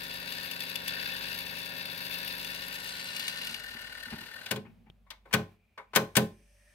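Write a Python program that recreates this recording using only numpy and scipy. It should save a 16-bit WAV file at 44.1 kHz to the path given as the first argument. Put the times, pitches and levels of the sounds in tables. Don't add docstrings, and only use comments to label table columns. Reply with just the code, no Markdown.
import sys
import numpy as np
from scipy import signal
from scipy.fft import rfft, irfft, next_fast_len
from scipy.io import wavfile
from scipy.ndimage import map_coordinates

SR = 44100
rng = np.random.default_rng(int(sys.argv[2]) if len(sys.argv) > 2 else 0)


def file_out(sig):
    cols = np.atleast_2d(sig).T
    lim = np.clip(cols, -1, 1)
    pcm = np.round(lim * 32767).astype(np.int16)
    wavfile.write(sys.argv[1], SR, pcm)


N = 297234
TIME = np.arange(N) / SR
STOP_S = 4.52

# time_s, level_db
TAPE_DRAG = [(0, -0.8), (0.5, 0.5), (0.85, -1.5), (1.55, -0.8), (2.4, 0.5), (2.7, -0.4), (3.25, 0.5),
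             (3.58, 0), (3.8, 1.5), (4.45, -3)]
# pitch_hz, width_hz, side_db, front_db
SHELL_MODES = [(1494, 260, -4, 2.5), (1677, 80, 2, -22), (1799, 40, 4, 9.5), (2250, 120, -5.5, -32)]
# pitch_hz, width_hz, side_db, front_db
HUB_MODES = [(2627, 55, 2, -5), (2853, 63, -10, 7), (3493, 64, -1.5, -3), (3830, 114, -2.5, -9),
             (4150, 200, -14.5, 3.5), (4256, 78, -1.5, -22.5), (4620, 245, -3.5, -1),
             (5460, 170, -11.5, -17.5)]
# freq_hz, level_db
RASP_SPECTRUM = [(1120, -18.5), (1900, -5), (1990, -11), (2190, -2), (2400, -5.5), (2550, -3), (2700, 0.5),
                 (3200, -7.5), (3560, -0.5), (4130, -5), (4700, -5), (5160, -24), (6500, -21.5),
                 (8450, -56.5), (14300, -120)]
# freq_hz, level_db
HISS_SPECTRUM = [(3240, -26.5), (5500, -1.5), (5920, -3.5), (6830, -7.5), (7390, -9.5), (9300, -3.5),
                 (10500, -17), (13600, -35), (22000, -120)]
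# freq_hz, level_db
SIZZLE_SPECTRUM = [(6180, -36), (10500, -4.5), (11100, -1.5), (12100, 2), (15100, -10), (15800, -6.5)]
REEL_TURNS_PER_S = 66.5


def reels():
    turns = np.cumsum(REEL_TURNS_PER_S * drive() * (1 + 0.008 * wobble(8))) / SR
    slow = 1 - drive()
    grit = unit(amp(2 * wobble(900) + 0.47 * wobble(60)))
    friction = grit * rub(turns, sharp=0.28 + 0.08 * slow, scatter_db=1.56)
    beats = rub(turns, sharp=0.15 + 1.9 * slow + 0.6 * shudder(), scatter_db=1)
    shell = rattling(noise(apart=0.99) * beats, SHELL_MODES)
    chatter = coloured(shell, [(900, -19), (1300, -12.5), (1450, 4), (2300, -2.5), (3200, -8.5)])
    hubs = rattling(noise(apart=1) * friction, HUB_MODES)
    rasp = amp(-5.5) * coloured(noise(apart=0.99) * friction, RASP_SPECTRUM) + amp(-3) * hubs
    hiss = coloured(noise(apart=1) * friction * amp(2.1 * wobble(120)), HISS_SPECTRUM)
    sizzle = coloured(noise(apart=0.86) * friction * amp(2.9 * wobble(120)), SIZZLE_SPECTRUM)
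    chatter *= winding_gain(-47.5, doubling_db=4, front_db=0, shudder_db=3.5)
    rasp *= winding_gain(-40, doubling_db=9.5, front_db=-0.5, shudder_db=4)
    hiss *= winding_gain(-56.5, doubling_db=12.5, front_db=4, shudder_db=1.5)
    sizzle *= winding_gain(-52, doubling_db=7.5, front_db=-2, shudder_db=1.2)
    return amp(curves(TAPE_DRAG)[0]) * (chatter + rasp + hiss + sizzle)


def rub(turns, sharp, scatter_db):
    strength = amp(scatter_db * rng.standard_normal(int(turns[-1]) + 2))
    return unit(np.exp(-sharp * np.cos(2 * np.pi * turns)) * strength[turns.astype(int)])


def rattling(x, modes):
    facing = curves(LISTENER_PATH)[0]
    side = resonate(x, [(hz, width, db) for hz, width, db, _ in modes])
    front = resonate(x, [(hz, width, db) for hz, width, _, db in modes])
    return (1 - facing) * side + facing * front


def drive():
    release_s, slowed_s = 3.46, 3.72
    return np.interp(TIME, [release_s, slowed_s], [1, 0.56]) + 0.06 * since(slowed_s)


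def running():
    return amp(-400 * since(STOP_S))


def shudder():
    return held(0.864, attack=0.031, hold=0.18, release=0.38)


def winding_gain(db, doubling_db, front_db, shudder_db):
    facing = curves(LISTENER_PATH)[0]
    return amp(db + doubling_db * np.log2(drive()) + front_db * facing + shudder_db * shudder())


# time_s, turns_per_s
MOTOR_SPEED = [(0, 24.5), (0.9, 24.5), (1.7, 24.7), (2.3, 24.68), (3.4, 25.1)]
# harmonic_number, level_db
SHAFT_HARMONICS = [(4, -8.5), (5, -10.5), (6, -9), (7, 1.5), (8, -6), (9, -10), (10, -8.5), (11, -3.5),
                   (14, -10), (16, -13), (17, -11), (18, -8.5), (20, -12), (21, -11.5), (22, -2),
                   (23, -7.5), (24, -8.5), (25, -14), (29, -9.5), (32, -8), (33, -17.5), (35, -16),
                   (36, -40.5), (37, -24), (38, -7.5), (39, -1), (41, -8), (43, -23.5), (45, -6.5),
                   (48, -29)]
# freq_hz, level_db
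FRAME_SPECTRUM = [(40, -27.5), (70, -1), (110, -2.5), (260, 1.5), (320, -13.5), (400, -4.5), (600, 2.5),
                  (680, -2.5), (790, -0.5), (1000, 0), (1200, -3), (1500, -2.5), (2200, -42)]


def motor():
    speed = curves(MOTOR_SPEED)[0] * drive()
    turns = np.cumsum(speed * (1 + 0.001 * wobble(5.66))) / SR
    hum = sum(amp(db + 0.2 * wobble(5.1)) * np.sin(2 * np.pi * (harmonic * turns + rng.random()))
              for harmonic, db in SHAFT_HARMONICS)
    rumble = coloured(noise(apart=0.6), FRAME_SPECTRUM)
    return (unit(hum) * winding_gain(-50, doubling_db=22.5, front_db=-5.5, shudder_db=1)
            + rumble * winding_gain(-54.5, doubling_db=0.5, front_db=-2.5, shudder_db=1.5))


def hub_whine():
    tone = noise_band(pitch_hz=3500, width_hz=22, apart=0.5)
    return tone * winding_gain(-56.5, doubling_db=13.5, front_db=1.5, shudder_db=2.5)


# start_s, level_db
SNAGS = [(0.3215, -24.5), (0.5107, -24.5), (0.604, -23), (0.7557, -21), (0.8785, -17.5), (2.4453, -25),
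         (3.1637, -23), (3.1948, -20.5), (3.2794, -17.5), (3.4693, -22.5), (3.5425, -23)]
# pitch_hz, width_hz, level_db
HUB_PING = [(2864, 70, 0), (3505, 32, 2), (4670, 140, -3)]


def snags():
    out, t = np.zeros((2, N)), np.arange(SR // 20) / SR
    scrape = burst(t, rise_s=0.0016, t60_s=0.03)
    for start_s, db in SNAGS:
        rasp, hiss, sizzle = (coloured(noise(apart=0.99, size=len(t)), band)
                              for band in (RASP_SPECTRUM, HISS_SPECTRUM, SIZZLE_SPECTRUM))
        tick = scrape * (amp(-7) * rasp + amp(-13.5) * (hiss + sizzle))
        ping = resonate(scrape * noise(apart=0.7, size=len(t)), HUB_PING)
        add(out, start_s, amp(db) * (tick + amp(-23.5) * ping))
    return out


# start_s, level_db
PAWL_SLIPS = [(5.309, -47.5), (5.933, -35.5)]
# freq_hz, level_db
ARM_SPECTRUM = [(300, -3), (900, 10), (2300, 1.5), (4000, -5), (7000, -21), (15000, -27)]
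# start_s, level_db, boom_db, thump_db, knock_db, clank_db, crack_db, sheen_db, run_up_s
SLAMS = [(4.51, -16, -19, -17, -21, -21.5, -16, -16.5, 0.002),
         (5.336, -9, -19, -17, -23, -20.5, -16, -19.5, 0.0086),
         (5.959, -8, -23, -20, -18.5, -17.5, -15, -14, 0.0087),
         (6.166, -6.5, -21, -13.5, -19.5, -24, -15.5, -14.5, 0.013)]


def clunks():
    out, t = np.zeros((2, N)), np.arange(SR // 20) / SR
    for start_s, db in PAWL_SLIPS:
        slip = coloured(noise(apart=0.36, size=len(t)), ARM_SPECTRUM)
        add(out, start_s, amp(db) * burst(t, rise_s=0.0023, t60_s=0.13) * slip)
    for start_s, db, *colour, run_up_s in SLAMS:
        bands_db = db + np.array(colour)
        slide = coloured(noise(apart=0.93, size=len(t)),
                         [(300, -8.5), (2000, 8), (6000, 1), (15000, -12.5)])
        add(out, start_s - run_up_s, amp(db - 12) * burst(t, rise_s=0.0039, t60_s=0.047) * slide)
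        add(out, start_s, blow(bands_db, rise_s=0.0025, ring_db=4, clatter_db=5.5))
        rock_back_db = bands_db + [-10, -5.5, -6, -23.5, -35, -35]
        add(out, start_s + 0.047, blow(rock_back_db, rise_s=0.0064, ring_db=-0.5, clatter_db=2))
    return out


BAND_EDGES = np.array([80, 160, 300, 800, 2000, 6000, 15500])
# pitch_hz, level_db, t60_s
CHASSIS_MODES = [(96, -10.5, 0.41), (130.2, 2, 0.21), (175, -5.5, 0.28), (209.3, 2, 0.17), (350, -16, 0.15),
                 (384.6, -11, .23), (407, -11, 0.18), (428, -2, 0.21), (538, -1.5, .16),
                 (553.7, -12.5, 0.24), (620, -11.5, 0.2), (693, -11.5, 0.14), (812, -11.5, 0.23),
                 (955, -10.5, 0.18), (1042, -7, 0.22), (1087, -12, 0.18), (1190, -22, .15),
                 (1480, -5, 0.089), (1530, 2, 0.088), (1700, -8.5, 0.094), (1857, -5.5, 0.078),
                 (2210, -6, 0.052), (2447, -10, 0.11), (3050, -19, 0.073), (8400, -15.5, 0.062)]
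# freq_hz, t60_s
CLATTER_DECAY = [(100, 0.21), (400, 0.19), (1000, 0.14), (2500, 0.062), (6000, 0.039), (15000, 0.043)]


def blow(bands_db, rise_s, ring_db, clatter_db):
    t = np.arange(SR // 2) / SR
    centres_hz = np.sqrt(BAND_EDGES[1:] * BAND_EDGES[:-1])
    colour = list(zip(centres_hz, bands_db))
    density_db = bands_db - 10 * np.log10(np.diff(BAND_EDGES) / (SR / 2))
    density = [(30, -59.5), *zip(centres_hz, density_db)]
    presence = [(200, -10), (1000, -1), (4000, 5.5), (7000, 0.5), (12000, 1)]
    clatter = filtered(noise(apart=1, size=len(t)),
                       lambda hz: amp(along(density, hz) + along(presence, hz)))
    clatter = fading(clatter, CLATTER_DECAY) * (1 - np.exp(-t / rise_s))
    ring = np.zeros(len(t))
    for k, (hz, db, t60_s) in enumerate(CHASSIS_MODES):
        strength = (-1) ** k * amp(db + along(colour, hz) + rng.normal(0, 1))
        swing = burst(t, rise_s=2.8 / hz, t60_s=t60_s)
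        ring += strength * swing * np.sin(2 * np.pi * hz * t)
    return amp(clatter_db) * clatter + amp(ring_db) * ring


# start_s, level_db, boom_db, thump_db, knock_db, clank_db, crack_db, sheen_db
KEY_CLICKS = [(4.46, -27.5, -31, -30, -32.5, -22, -8, -21), (4.559, -30, -10, -0.5, -10, -20.5, -10, -17),
              (5.103, -33.5, -32, -30, -30, -24, -3, -14),
              (5.255, -49.5, -15.5, -18.5, -5.5, -9, -23.5, -32.5),
              (5.776, -34, -25.5, -26, -13, -8.5, -17, -33)]
# start_s, level_db
KEY_PRESSES = [(5.064, -61), (5.103, -47.5), (5.253, -55.5), (5.775, -41.5)]
# pitch_hz, width_hz, level_db
KEY_MODES = [(584, 57, -3.5), (1030, 150, 3), (2170, 160, -3), (3600, 320, -17.5)]


def keys():
    out, t = np.zeros((2, N)), np.arange(SR // 5) / SR
    for start_s, db, *colour in KEY_CLICKS:
        add(out, start_s, blow(db + np.array(colour), rise_s=0.0038, ring_db=-1.5, clatter_db=3))
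    for start_s, db in KEY_PRESSES:
        ring = resonate(noise(apart=0.58, size=len(t)), KEY_MODES)
        add(out, start_s, amp(db) * burst(t, rise_s=0.003, t60_s=0.17) * ring)
    return out


# start_s, level_db
CASE_BUMPS = [(3.488, -50), (3.738, -50.5), (4.063, -51.5), (4.114, -38), (4.157, -50.5), (4.201, -48.5),
              (4.645, -50.5), (4.688, -62), (4.859, -58)]
# pitch_hz, width_hz, level_db
CASE_MODES = [(106, 57, -4.5), (227.4, 32, 4.5), (398, 27, -7), (842, 75, -7)]


def bumps():
    out, t = np.zeros((2, N)), np.arange(SR // 6) / SR
    rise = t / 0.016
    swell = (rise * np.exp(1 - rise)) ** 2
    for start_s, db in CASE_BUMPS:
        body = resonate(noise(apart=0.51, size=len(t)), CASE_MODES)
        thud = coloured(body, [(900, -9.5), (2500, 7), (6000, -28)])
        add(out, start_s, amp(db) * swell * thud)
    return out


# freq_hz, level_db
SNAP_SPECTRUM = [(150, 14), (400, 1), (1200, -36), (3200, 0), (5500, -29), (8000, -48)]


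def snap():
    out, t = np.zeros((2, N)), np.arange(SR // 50) / SR
    click = amp(-60 * t / 0.02) * noise(apart=1, size=len(t))
    add(out, 4.9, amp(-53.5) * coloured(click, SNAP_SPECTRUM))
    return out


# freq_hz, level_db
TAPE_SPECTRUM = [(300, -22.5), (480, -26), (570, 11), (700, -16.5), (1400, -18), (1800, -1), (2100, -8),
                 (2700, -4), (3800, -16), (6100, -5.5), (7300, -21.5), (8200, -5.5), (11500, -14),
                 (15500, -26.5)]


def playing():
    play_s = 5.98
    tension = ramp(play_s, rise_s=0.1) * amp(-74 + 7 * since(play_s))
    tape = tension * coloured(noise(apart=1), TAPE_SPECTRUM)
    whir = ramp(5.2, rise_s=0.06) * noise_band(pitch_hz=2380, width_hz=160, apart=0.8)
    take_up = ramp(6.52, rise_s=0.22) * noise_band(pitch_hz=1830, width_hz=120, apart=1)
    return tape + amp(-79) * whir + amp(-67) * take_up


# start_s, end_s
CAM_TURNS = [(5.3, 5.52), (5.96, 6.3)]
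# freq_hz, level_db
MURMUR_SPECTRUM = [(59, -52), (100, -14), (134, -16.5), (233, -7), (270, -34), (629, -33), (900, -48),
                   (1170, -72), (1980, -120)]
# freq_hz, level_db
AIR_SPECTRUM = [(180, -38.5), (300, -3.5), (744, -3), (1000, -8.5), (1220, -8.5), (2140, -12), (2320, -8),
                (7140, -26.5), (15500, -23.5)]


def idle():
    bed, ramp_s = amp(-80), 0.06
    coast = (1 - running()) * amp(-56 - 59 * since(STOP_S + 0.18))
    cam = amp(-71) * sum(held(start - ramp_s, ramp_s, end - start, ramp_s) for start, end in CAM_TURNS)
    murmur = (bed + coast + cam) * coloured(noise(apart=0.6), MURMUR_SPECTRUM)
    hiss = (bed + amp(-18.5) * coast + cam) * coloured(noise(apart=1), AIR_SPECTRUM)
    return murmur + hiss


def capstan_hum():
    capstan_hz, mains_hz, null_s = 49.22, 50, 0.6
    phase = 2 * np.pi * (TIME - null_s)
    beating = amp(-67) * np.sin(capstan_hz * phase) - amp(-66.5) * np.sin(mains_hz * phase)
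    octave = amp(-75.5 + 2.5 * wobble(4.4)) * np.sin(2 * capstan_hz * phase)
    bearing = coloured(noise(apart=0.4), [(28, -20.5), (52, -0.5), (85, 0), (200, -41)])
    return beating + octave + amp(-76.5) * bearing


# time_s, facing, left_lead_ms
LISTENER_PATH = [(0, 0.29, 0.28), (2.3, 0.07, 0.31), (2.9, 0.75, 0.26), (3.3, 0.93, 0.19), (4.2, 1, .09),
                 (6.7, 0.75, 0.082)]
# freq_hz, left_minus_right_db
SIDE_PAN = [(60, 10), (110, 2), (200, 1), (380, -6.5), (700, -2), (1290, 5), (2380, 14), (4400, 4.5),
            (8120, 8.5), (15000, 24)]
# freq_hz, left_minus_right_db
FRONT_PAN = [(60, 10), (110, 1), (200, -2), (380, -3.5), (700, -1), (1290, 6), (2380, 12.5), (4400, -1.5),
             (8120, 13), (15000, 7.5)]
# freq_hz, left_minus_right_db
INSIDE_PAN = [(60, -3), (110, 2.5), (200, -1), (380, 0.5), (700, -2), (1290, 3.5), (2380, 11), (4400, 4),
              (8120, 14.5), (15000, 9)]


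def stereo_image(winding, blows):
    facing, lead_ms = curves(LISTENER_PATH)
    panned = (1 - facing) * shaded(winding, SIDE_PAN) + facing * shaded(winding, FRONT_PAN)
    left, right = panned + shaded(blows, INSIDE_PAN)
    return np.array([left, map_coordinates(right, [np.arange(N) - lead_ms * SR / 1000], order=3)])


# freq_hz, t60_s
ROOM_DECAY = [(100, 0.44), (500, 0.28), (2000, 0.25), (6000, 0.23), (15000, 0.21)]


def room(x):
    tail = joined(fading(rng.standard_normal((2, SR // 2)), ROOM_DECAY), edge_hz=600)
    tail *= 1 - np.exp(-np.arange(SR // 2) / SR / 0.0017)
    return signal.fftconvolve(x, tail / np.linalg.norm(tail[0]), axes=1)[:, :N]


def shaded(x, pan):
    return filtered(x, lambda hz: amp(np.outer([1, -1], along(pan, hz)) / 2))


def joined(x, edge_hz):
    return x + filtered(x[::-1] - x, lambda hz: 0.5 / (1 + (hz / edge_hz) ** 4))


def amp(db):
    return 10 ** (np.asarray(db) / 20)


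def unit(x):
    return x / np.sqrt(np.mean(x ** 2) + 1e-20)


def along(points, hz):
    freqs, values = np.transpose(points)
    return np.interp(np.log(hz + 1), np.log(freqs + 1), values)


def curves(rows):
    times, *columns = np.transpose(rows)
    return [np.interp(TIME, times, column) for column in columns]


def since(start_s):
    return np.maximum(TIME - start_s, 0)


def ramp(start_s, rise_s):
    return np.minimum(since(start_s) / rise_s, 1)


def held(start, attack, hold, release):
    return np.interp(TIME, start + np.cumsum([0, attack, hold, release]), [0, 1, 1, 0])


def burst(t, rise_s, t60_s):
    return (1 - np.exp(-t / rise_s)) * amp(-60 * t / t60_s)


def wobble(rate):
    return map_coordinates(rng.standard_normal(int(N * rate / SR) + 4), [TIME * rate])


def noise(apart, size=N):
    return unit(rng.standard_normal(size) + apart * rng.standard_normal((2, size)))


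def noise_band(pitch_hz, width_hz, apart):
    return resonate(noise(apart), [(pitch_hz, width_hz, 0)])


def filtered(x, response):
    size = x.shape[-1]
    padded = next_fast_len(size + 8192)
    return irfft(rfft(x, padded) * response(np.fft.rfftfreq(padded, 1 / SR)), padded)[..., :size]


def coloured(x, spectrum):
    return unit(filtered(x, lambda hz: amp(along(spectrum, hz))))


def resonate(x, modes):
    def response(hz):
        return sum((-1) ** k * amp(db) * 1j * hz * width / (pitch ** 2 - hz ** 2 + 1j * hz * width)
                   for k, (pitch, width, db) in enumerate(modes))
    return unit(filtered(x, response))


def fading(x, t60s):
    hz, t, frames = signal.stft(x, SR, nperseg=128)
    decay = amp(-60 * t / along(t60s, hz)[:, None])
    return signal.istft(frames * decay, SR, nperseg=128)[1][:, :x.shape[-1]]


def add(track, start_s, sound):
    part = track[:, round(start_s * SR):][:, :sound.shape[-1]]
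    part += sound[..., :part.shape[-1]]


def scene():
    blows = joined(clunks() + keys() + bumps(), edge_hz=260)
    drone = running() * motor()
    background = snap() + capstan_hum() + idle() + playing()
    rattle = running() * (reels() + hub_whine()) + snags()
    return stereo_image(rattle + drone, blows) + amp(-11.5) * room(rattle + blows) + background


def record(dry):
    cutoff_hz = 15750
    return filtered(dry, lambda hz: 1 / np.sqrt(1 + (hz / cutoff_hz) ** 180))


dry = scene()
out = record(dry)
file_out(out)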